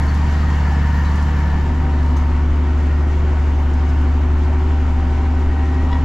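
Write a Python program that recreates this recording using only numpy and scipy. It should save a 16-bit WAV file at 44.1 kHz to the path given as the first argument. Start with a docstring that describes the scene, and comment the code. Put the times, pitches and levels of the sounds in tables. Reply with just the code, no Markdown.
"""Diesel tractor cab, ploughing.

A hand-held stereo microphone turns from the rear window to the windscreen of a six-cylinder tractor.
Sines locked to the engine cycle give the ruling firing boom, the engine orders and the gear and pump
whines; shaped noise gives the broad roar and a thin high hiss. Short notes make the clatter, cracks
with ringing modes the rattles of loose fittings, and a rough stack of sines one short squeak."""
import sys
import numpy as np
from scipy import signal
from scipy.fft import rfft, irfft
from scipy.io import wavfile
from scipy.ndimage import uniform_filter1d

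SR = 44100
rng = np.random.default_rng(int(sys.argv[2]) if len(sys.argv) > 2 else 0)


def rack_gain(trim_db):
    """Turn a fader trim in dB into the linear factor to multiply a signal by."""
    fader = np.asarray(trim_db, float)
    return 10 ** (fader / 20)


def store_wav(level_fs):
    """Save 16-bit WAV to argv[1]."""
    pcm = np.round(np.clip(np.atleast_2d(level_fs), -1, 1) * 32767)
    wavfile.write(sys.argv[1], SR, pcm.T.astype(np.int16))


N = 266672
T = np.arange(N) / SR
FIRING_ORDER = 6  # firings per four-stroke cycle


def evened(x):
    """Scales to rms 1."""
    return x / np.sqrt(np.mean(x ** 2) + 1e-20)


def curve(rows, t=T):
    """Every column of a time table, read at times t."""
    s, *columns = np.transpose(rows)
    return [np.interp(t, s, c) for c in columns]


def read(rows, hz):
    """Every column of a frequency table, read on a log axis."""
    f, *columns = np.transpose(rows)
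    return [np.interp(np.log(hz + 1), np.log(f + 1), c) for c in columns]


def wander(top_hz):
    """Chance of rms 1: sixteen sines up to top_hz, sampled every 2 ms."""
    s = np.arange(0, T[-1] + .01, .002)
    f = np.geomspace(top_hz / 20, top_hz, num=16)[:, None]
    sines = np.sin(2 * np.pi * (f * s + rng.random(f.shape)))
    return np.interp(T, s, evened(sines.sum(0)))


def wavers(rows):
    """Smooth swells and dips in dB; each row: centre in seconds, length in seconds, change in dB."""
    return sum(db * np.exp(-(2 * (T - s) / length) ** 2) for s, length, db in rows)


# Microphone turn. Each row: time in seconds, facing (0 rear window, 1 windscreen).
FACING = [(0, 0.031), (.6, 0.051), (1.2, 0.04), (1.5, 0.29), (1.8, 0.72), (2.1, 0.7), (2.6, 0.92),
          (3.7, 0.92), (4.2, 0.89), (5.4, 0.98), (6.05, 0.79)]


def facing(t=T):
    """Microphone direction, 0 rear to 1 front."""
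    return curve(FACING, t)[0]


def turned(rear, front, share):
    """Blends a rear and a front value by the share of the turn made."""
    return rear + share * (front - rear)


# The governor hunts as the plough bites. Each row: time in seconds, engine speed in rpm, firing boom in dB.
DRIVE = [(0.0, 1462, -15.4), (0.42, 1486, -15.3), (0.72, 1447, -15.3), (1.22, 1471, -15.4),
         (1.5, 1449, -16.2), (1.78, 1478, -16.4), (2.1, 1444, -14.4), (2.45, 1452, -14.8),
         (2.7, 1473, -14.8), (2.9, 1468, -14.8), (3.17, 1488, -15.2), (3.45, 1462, -14.7),
         (3.72, 1455, -15.0), (3.9, 1466, -14.7), (4.1, 1463, -14.3), (4.7, 1497, -15.0),
         (5.1, 1469, -15.4), (5.4, 1496, -15.1), (5.6, 1484, -15.3), (5.82, 1499, -15.8),
         (6.05, 1482, -15.9)]


def cycle_count():
    """Four-stroke cycles completed: one for two turns of the crank."""
    rpm, _ = curve(DRIVE)
    return np.cumsum(rpm / 120) / SR


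def overspeed_percent():
    """Engine speed above the usual one."""
    usual_rpm = 1470
    return 100 * (curve(DRIVE)[0] / usual_rpm - 1)


# The two microphone ports. Each row: frequency in Hz, likeness, left-right level in dB, left lead in radians.
PORTS = [(60, .996, .4, 0), (300, .95, .8, -.05), (550, .76, 1.7, -.22), (1100, .8, 1.8, -.34),
         (2200, .76, 1.6, -.52), (4500, .66, .6, -.38), (7500, .56, 1.9, -.02), (10000, .55, 1.1, -.02)]


def place(x, hz):
    """Pans a narrow sound near hz by the level difference of the ports."""
    _, pan_db, _ = read(PORTS, hz)
    return x * rack_gain([[pan_db / 2], [-pan_db / 2]])


def tone(cycles, order, db, flutter_db, slip_rad, chance_hz):
    """A sine locked to the engine cycle, its level and phase shaken by chance."""
    phase = 2 * np.pi * (order * cycles + rng.random()) + slip_rad * wander(chance_hz)
    x = np.sqrt(2) * rack_gain(db + flutter_db * wander(chance_hz)) * np.sin(phase)
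    return place(x, order * cycles[-1] / T[-1])


# Roar colour. Each row: frequency in Hz, relative density in dB facing rear, facing front.
ROAR_COLOUR = [(20.1, -45, -40.5), (46, -52.5, -55.5), (90, -59.5, -54), (161, -51.5, -59),
               (254, -62.5, -59.5), (357, -62, -60), (565, -65, -65.5), (885, -58.5, -62),
               (1310, -63.5, -67.5), (1844, -63, -70), (2310, -73.5, -76), (2950, -77.5, -81.5),
               (3620, -80.5, -84), (5000, -82.5, -88.5), (7240, -86, -91.5), (8250, -96.5, -102),
               (9900, -102, -107), (10900, -111, -115)]
# Panel resonances and gaps. Each row: frequency in Hz, width in Hz, change in dB.
PANELS = [(277, 67, 2), (896, 33, 1), (811, 58, -6), (1516, 38, 2), (1660, 520, -2.5), (2226, 72, 4.5),
          (2900, 400, 4)]


def roar():
    """Block, fan and intake noise through the cab panels; at the bottom the chassis jolts over the soil."""
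    gain_db, patch_db, bumps_db, bumps_hz, stroke_depth = .5, .88, 4.5, 2.5, .06
    frames, hz = N // 512 + 5, np.fft.rfftfreq(2048, 1 / SR)
    t = np.arange(frames) * 512 / SR
    a, b, c, d, patches = rng.standard_normal((frames, 1025, 5)).T
    patches = evened(uniform_filter1d(uniform_filter1d(patches, 20, 0), 5, 1))
    front = facing(t)
    # band levels before gain, patches and jolts
    roar_db = turned(-30, -33, front)
    bumps = np.interp(t, T, wander(bumps_hz))  # the rumble swells and sinks with the soil
    rumble_db = turned(-34.5, -30.5, front) + bumps_db * bumps

    column_hz = hz[:, None]
    rear_db, front_db = (v[:, None] for v in read(ROAR_COLOUR, hz))
    colour_db = turned(rear_db, front_db, front)
    colour_db += sum(db / (1 + (2 * (column_hz - f) / w) ** 2) for f, w, db in PANELS)
    colour_db -= 60 * (column_hz > 13150)  # the roar stops above 13 kHz
    mid, low = (hz > 400) & (hz < 7500), hz < 52
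    # each band is levelled by the power in its reference part
    for band, part, db in ((~low, mid, roar_db), (low, low, rumble_db)):
        power = (rack_gain(colour_db[part]) ** 2).sum(0)
        colour_db[band] += db - 10 * np.log10(power)
    jolts = evened(uniform_filter1d(rng.standard_normal(frames), size=4))
    octaves_up = np.clip(np.log2(column_hz / 1500 + 1e-9), 0, 3)
    colour_db += .4 * jolts * octaves_up  # the whole treble flickers together

    same, pan_db, lead = (v[:, None] for v in read(PORTS, hz))
    left = a + 1j * b
    right = same * left + np.sqrt(1 - same ** 2) * (c + 1j * d)
    right = right * np.exp(-1j * lead)
    ports = np.array([left * rack_gain(pan_db / 2), right / rack_gain(pan_db / 2)])
    spectrum = ports * rack_gain(colour_db + patch_db * patches)
    noise = signal.istft(spectrum, nperseg=2048, noverlap=1536)[1][:, :N]
    strokes = 1 + stroke_depth * np.cos(2 * np.pi * FIRING_ORDER * cycle_count())
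    return rack_gain(gain_db) * strokes * noise


def hiss():
    """A narrow fuzzy whistle of boosted air, mostly on the left: noise through a double pole."""
    centre_hz, pole_width_hz, right_cut_db, flutter_db = 12100, 490, 18.5, 1.5
    radius = np.exp(-np.pi * pole_width_hz / SR)
    z = rng.standard_normal((2, N)) + 1j * rng.standard_normal((2, N))
    z = signal.lfilter([1], [1, -2 * radius, radius ** 2], z)
    x = evened((z * np.exp(2j * np.pi * centre_hz * T)).real)
    db = turned(-60, -69, facing()) + flutter_db * wander(30)
    return x * rack_gain(db) * rack_gain([[0], [-right_cut_db]])


# Loose fittings. Each row: start in seconds, level in dB, left-right level in dB, ring level in dB,
# mode region struck in Hz.
RATTLES = [(.024, -51, 2.5, -1, 9400), (0.061, -47, 1.5, -5, 9400), (.095, -48.5, 2, -7, 5000),
           (.142, -44.5, 2.5, -1, 9400), (.355, -55, -0.5, 8, 3950), (1.05, -45, 0.5, 3, 3950),
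           (1.153, -45.5, 0, -2, 10200), (1.22, -45.5, 2, -4, 9400), (1.36, -63, -4, 1, 3950),
           (1.5, -51, 1, 2, 3950), (2.026, -48, 5, -10, 9300), (2.059, -49, -1, -12, 9360),
           (2.163, -42, 5, -1, 6380), (3.068, -54.5, -2, -6, 7700), (3.689, -55, 3, -9, 7700),
           (3.733, -47, -2.5, -14, 5000), (3.888, -48, 0, -3, 5400), (4.01, -51.5, 8, -14, 7650),
           (4.379, -54, 3.5, -10, 7760), (5.529, -53.5, 2, -10, 9400)]
# Crack colour. Each row: frequency in Hz, level in dB.
CRACK = [(1000, -14), (3000, 1), (6000, 6.5), (9000, -6), (11000, -14.5), (13000, -13.5)]
# Fitting modes. Each row: frequency in Hz, 60 dB decay in seconds.
FITTING_MODES = [(3950, 0.26), (5000, .1), (5400, .12), (6380, 0.14), (7700, 0.082), (9400, 0.045),
                 (10150, 0.035)]


def rattles():
    """Each knock: a short crack of noise, and the modes nearest the struck spot ring on."""
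    faint_per_s, faint_floor_db, crack_t60_s, onset_s = 8, -62, .11, .002
    t, out = np.arange(4096) / SR, np.zeros((2, N + 4096))
    colour = rack_gain(read(CRACK, np.fft.rfftfreq(4096, 1 / SR))[0])
    # the many knocks too small to point at
    u = rng.random((int(faint_per_s * T[-1]), 4)).T
    faint = np.c_[u[0] * T[-1], faint_floor_db + 7 * u[1], 3 * u[2], 6 * u[2] - 12, 3600 * 2.2 ** u[3]]
    for s, db, pan_db, ring_db, spot_hz in [*RATTLES, *faint]:
        noise = irfft(rfft(rng.standard_normal((2, 4096))) * colour)
        crack = evened(noise) * rack_gain(-60 * t / crack_t60_s)
        crack += 0.57 * crack[::-1]  # the two ports share part of each crack
        ring = 0
        for hz, t60_s in FITTING_MODES:
            mode_db = ring_db - 64 * abs(np.log2(hz / spot_hz)) - 60 * t / t60_s
            ring = ring + rack_gain(mode_db) * np.sin(2 * np.pi * hz * t)
        knock = rack_gain(db) * (0.9 * crack + ring) * (1 - np.exp(-t / onset_s))
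        out[:, round(s * SR):][:, :4096] += knock * rack_gain([[pan_db / 2], [-pan_db / 2]])
    return out[:, :N]


# Each row: time in seconds, pitch in Hz, force in dB.
SQUEAK = [(5.9, 975, -48), (5.912, 980, -29), (5.93, 970, -26), (5.945, 960, -27), (5.972, 955, -31),
          (5.988, 950, -48)]
# Each row: multiple of the pitch, level in dB at full force.
SQUEAK_STACK = [(1, -2), (2, -10.5), (3, -18), (3.5, -17), (4, -21), (5, -26), (5.5, -25)]


def squeak():
    """A rubbing joint sticks and slips for a moment: a rough stack, brightest at full force."""
    pitch_shake, scrape_share, flutter_db = .03, .3, 1.3
    hz, db = curve(SQUEAK)
    turns = np.cumsum(hz * (1 + pitch_shake * wander(300))) / SR
    weak_db = db - db.max()
    stack = sum(rack_gain(k_db + (k - 1) * weak_db) * np.sin(2 * np.pi * k * turns) for k, k_db in SQUEAK_STACK)
    scrape = evened(signal.oaconvolve(rng.standard_normal(N), np.hanning(120), "same"))
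    stack *= 1 + scrape_share * scrape
    on = uniform_filter1d(1. * (T > SQUEAK[0][0]) * (T < SQUEAK[-1][0]), size=200)
    return place(np.sqrt(2) * rack_gain(db + flutter_db * wander(200)) * stack * on, 1000)


# Loudest knocks. Each row: start in seconds, frequency in Hz, level in dB, length in cycles.
KNOCKS = [(.42, 1240, -27, 40), (.67, 1335, -28.5, 32), (.71, 784, -22.5, 18), (.94, 996, -36, 28)]


def clatter():
    """Linkage and valve gear knock the floor panels, louder to the rear: short dull windowed sines."""
    per_s, base_db, knock_pan_db = 30, -38, 1.8
    t, out = np.arange(2048) / SR, np.zeros((2, N + 2048))
    u = rng.random((int(per_s * T[-1]), 5)).T
    s, hz = u[0] * T[-1], 620 * 3.4 ** (u[1] ** 1.41)
    db = base_db - 4 * facing(s) - 0.57 * np.log(u[2] + .03) - 6 * np.log2(hz / 800)
    small = np.c_[s, hz, db, 10 + 12 * u[3], 10 * u[4] - 3]
    loud = [(*row, knock_pan_db) for row in KNOCKS]
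    for s, hz, db, turns, pan_db in [*small, *loud]:
        window = np.sin(np.pi * np.minimum(t * hz / turns, 1)) ** 2
        note = rack_gain(db) * np.sin(2 * np.pi * hz * t) * window
        out[:, round(s * SR):][:, :2048] += note * rack_gain([[pan_db / 2], [-pan_db / 2]])
    return out[:, :N]


# Orders of the engine cycle.
PUMP_ORDERS = (38.33, 108, 122, 252.5, 364)
# Each row, one a pump order: level in dB facing rear, facing front.
PUMPS = [(-49, -62), (-61.5, -54), (-68, -50), (-61.5, -66), (-58.5, -79.5)]


def pump_whines():
    """Faint fluttering whines at fixed multiples of the engine cycle."""
    cycles, front, out = cycle_count(), facing(), 0
    for order, (rear_db, front_db) in zip(PUMP_ORDERS, PUMPS):
        db = turned(rear_db, front_db, front)
        out = out + tone(cycles, order, db, flutter_db=3.5, slip_rad=0.91, chance_hz=30)
    return out


# Orders of the engine cycle.
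GEAR_ORDERS = (63.17, 76.6, 143.4, 152.1)
# Each row, one a gear order: nominal level in dB facing rear, facing front, dB per % over the usual speed.
GEARS = [(-45, -44.5, -0.9), (-38.5, -43.5, -.5), (-44.5, -56.5, 0), (-47.5, -55.5, 0)]
# Flutter in dB, one a gear order.
GEAR_ROUGH_DB = (1.8, 3.4, 2.2, 3)
# One list a gear order. Each row: centre in seconds, length in seconds, change in dB.
GEAR_WAVERS = [
    [(.3, .5, 3), (1.87, 0.15, 10), (2.5, .8, -4), (4.25, .25, -5), (4.65, .6, 5.5), (5.1, 0.35, 4.5),
     (5.7, 1.1, 8)],
    [(1.9, 0.96, 2.5), (2.8, .5, -10.5)],
    [(.4, 0.28, -11), (.8, .5, 7), (1.55, .4, 8)],
    [(.45, 0.37, 8.5), (.95, 0.27, 10), (2.95, .5, 8), (5.7, 0.63, 12)],
]


def gear_whines():
    """Tooth mesh whines at fixed multiples of the engine cycle, rough and wavering."""
    drift_db, drift_hz = .8, 3  # slow coming and going as the microphone sways
    cycles, front, over, out = cycle_count(), facing(), overspeed_percent(), 0
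    for order, row, rough_db, rows in zip(GEAR_ORDERS, GEARS, GEAR_ROUGH_DB, GEAR_WAVERS):
        rear_db, front_db, speed_db = row
        db = turned(rear_db, front_db, front) + speed_db * over
        db += wavers(rows) + drift_db * wander(drift_hz) - rough_db / 2
        out = out + tone(cycles, order, db, flutter_db=rough_db, slip_rad=rough_db / 4, chance_hz=70)
    return out


# Orders of the engine cycle.
WEAK_ORDERS = (1, 2, 3, 4, 5, 7, 8, 9, 10, 11, 13, 14, 16, 17, 19, 22, 23, 24, 25, 26, 27, 28, 29)
# Each row, one a weak order: level in dB facing rear, facing front.
WEAK = [(-49, -45), (-37, -30.5), (-34, -40.5), (-37.5, -33), (-43.5, -40), (-49, -46.5), (-37, -46),
        (-38, -39), (-35.5, -44), (-40.5, -45.5), (-47.5, -55.5), (-39.5, -39.5), (-43, -63),
        (-53.5, -55.5), (-54, -61), (-43, -45.5), (-47, -43), (-41.5, -43), (-47.5, -57.5), (-52, -65),
        (-58.5, -66), (-57.5, -52), (-49.5, -50)]


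def weak_orders():
    """Unequal cylinders fill in the other orders of the four-stroke cycle."""
    cycles, front, out = cycle_count(), facing(), 0
    for order, (rear_db, front_db) in zip(WEAK_ORDERS, WEAK):
        db = turned(rear_db, front_db, front)
        out = out + tone(cycles, order, db, flutter_db=1.5, slip_rad=0.44, chance_hz=5)
    return out


# Orders of the engine cycle.
STRONG_ORDERS = (12, 15, 18, 20, 21, 30)
# Each row, one a strong order: level in dB facing rear, facing front, facing at the change,
# dB per % over the usual speed.
STRONG = [(-28, -39, 0.83, 0), (-32.5, -53.5, .6, -0.5), (-34.5, -41.5, 0.6, 1.8), (-37, -34.5, 0.44, 0),
          (-40, -33, 0.42, -.5), (-47.5, -39, 0.26, 1)]
# One list a strong order. Each row: centre in seconds, length in seconds, change in dB.
STRONG_WAVERS = [
    [(3.8, 0.28, 0.5), (4.25, 0.45, 1), (5.35, 0.44, -13.5)],
    [(1.5, .3, 2.5), (2.9, .7, -4), (4.35, .4, -5), (5.6, 0.78, -2.5)],
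    [(2.3, .5, -6), (3.9, 0.7, -7)],
    [(.35, 0.34, -12.5), (1.45, 0.41, -7.5), (5.4, 0.21, 2)],
    [(.75, 0.91, -8), (3.25, 0.7, -11.5), (5.15, 0.77, -2.5), (5.95, 0.52, 4.5)],
    [(.95, 0.35, -7), (3.3, 0.19, 5.5), (3.65, .25, 2.5), (4.6, .9, 3), (5.3, 0.35, -2),
     (5.95, 0.16, -11.5)],
]


def strong_orders():
    """Orders that the cab's air modes lift; each changes over a small share of the turn."""
    change_width = 0.083  # share of the turn
    drift_db, drift_hz = .6, 3  # slow coming and going as the microphone sways
    cycles, front, over, out = cycle_count(), facing(), overspeed_percent(), 0
    for order, row, rows in zip(STRONG_ORDERS, STRONG, STRONG_WAVERS):
        rear_db, front_db, change, speed_db = row
        share = 1 / (1 + np.exp((change - front) / change_width))
        db = turned(rear_db, front_db, share) + speed_db * over
        db += wavers(rows) + drift_db * wander(drift_hz)
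        out = out + tone(cycles, order, db, flutter_db=1, slip_rad=.25, chance_hz=10)
    return out


# Left-right level added to the boom, in dB: facing rear, facing front.
BOOM_PAN_DB = (-0.47, 0.2)


def firing_boom():
    """Even firing of six cylinders: a sine at the firing order, leaning sideways as the microphone turns."""
    _, boom_db = curve(DRIVE)
    boom = tone(cycle_count(), FIRING_ORDER, boom_db, flutter_db=.1, slip_rad=.03, chance_hz=20)
    lean = rack_gain(turned(*BOOM_PAN_DB, facing()) / 2)
    return boom * np.array([lean, 1 / lean])


def scene():
    """All sources in the cab."""
    background = roar() + hiss() + rattles() + squeak() + clatter()
    whines = pump_whines() + gear_whines()
    return background + whines + weak_orders() + strong_orders() + firing_boom()


def low_pass(x):
    """Removes everything above the highest recorded frequency."""
    return signal.sosfilt(signal.butter(12, 12830, fs=SR, output="sos"), x)


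def record(dry):
    """Delivers the finished mix."""
    return low_pass(dry)


dry = scene()
out = record(dry)
store_wav(out)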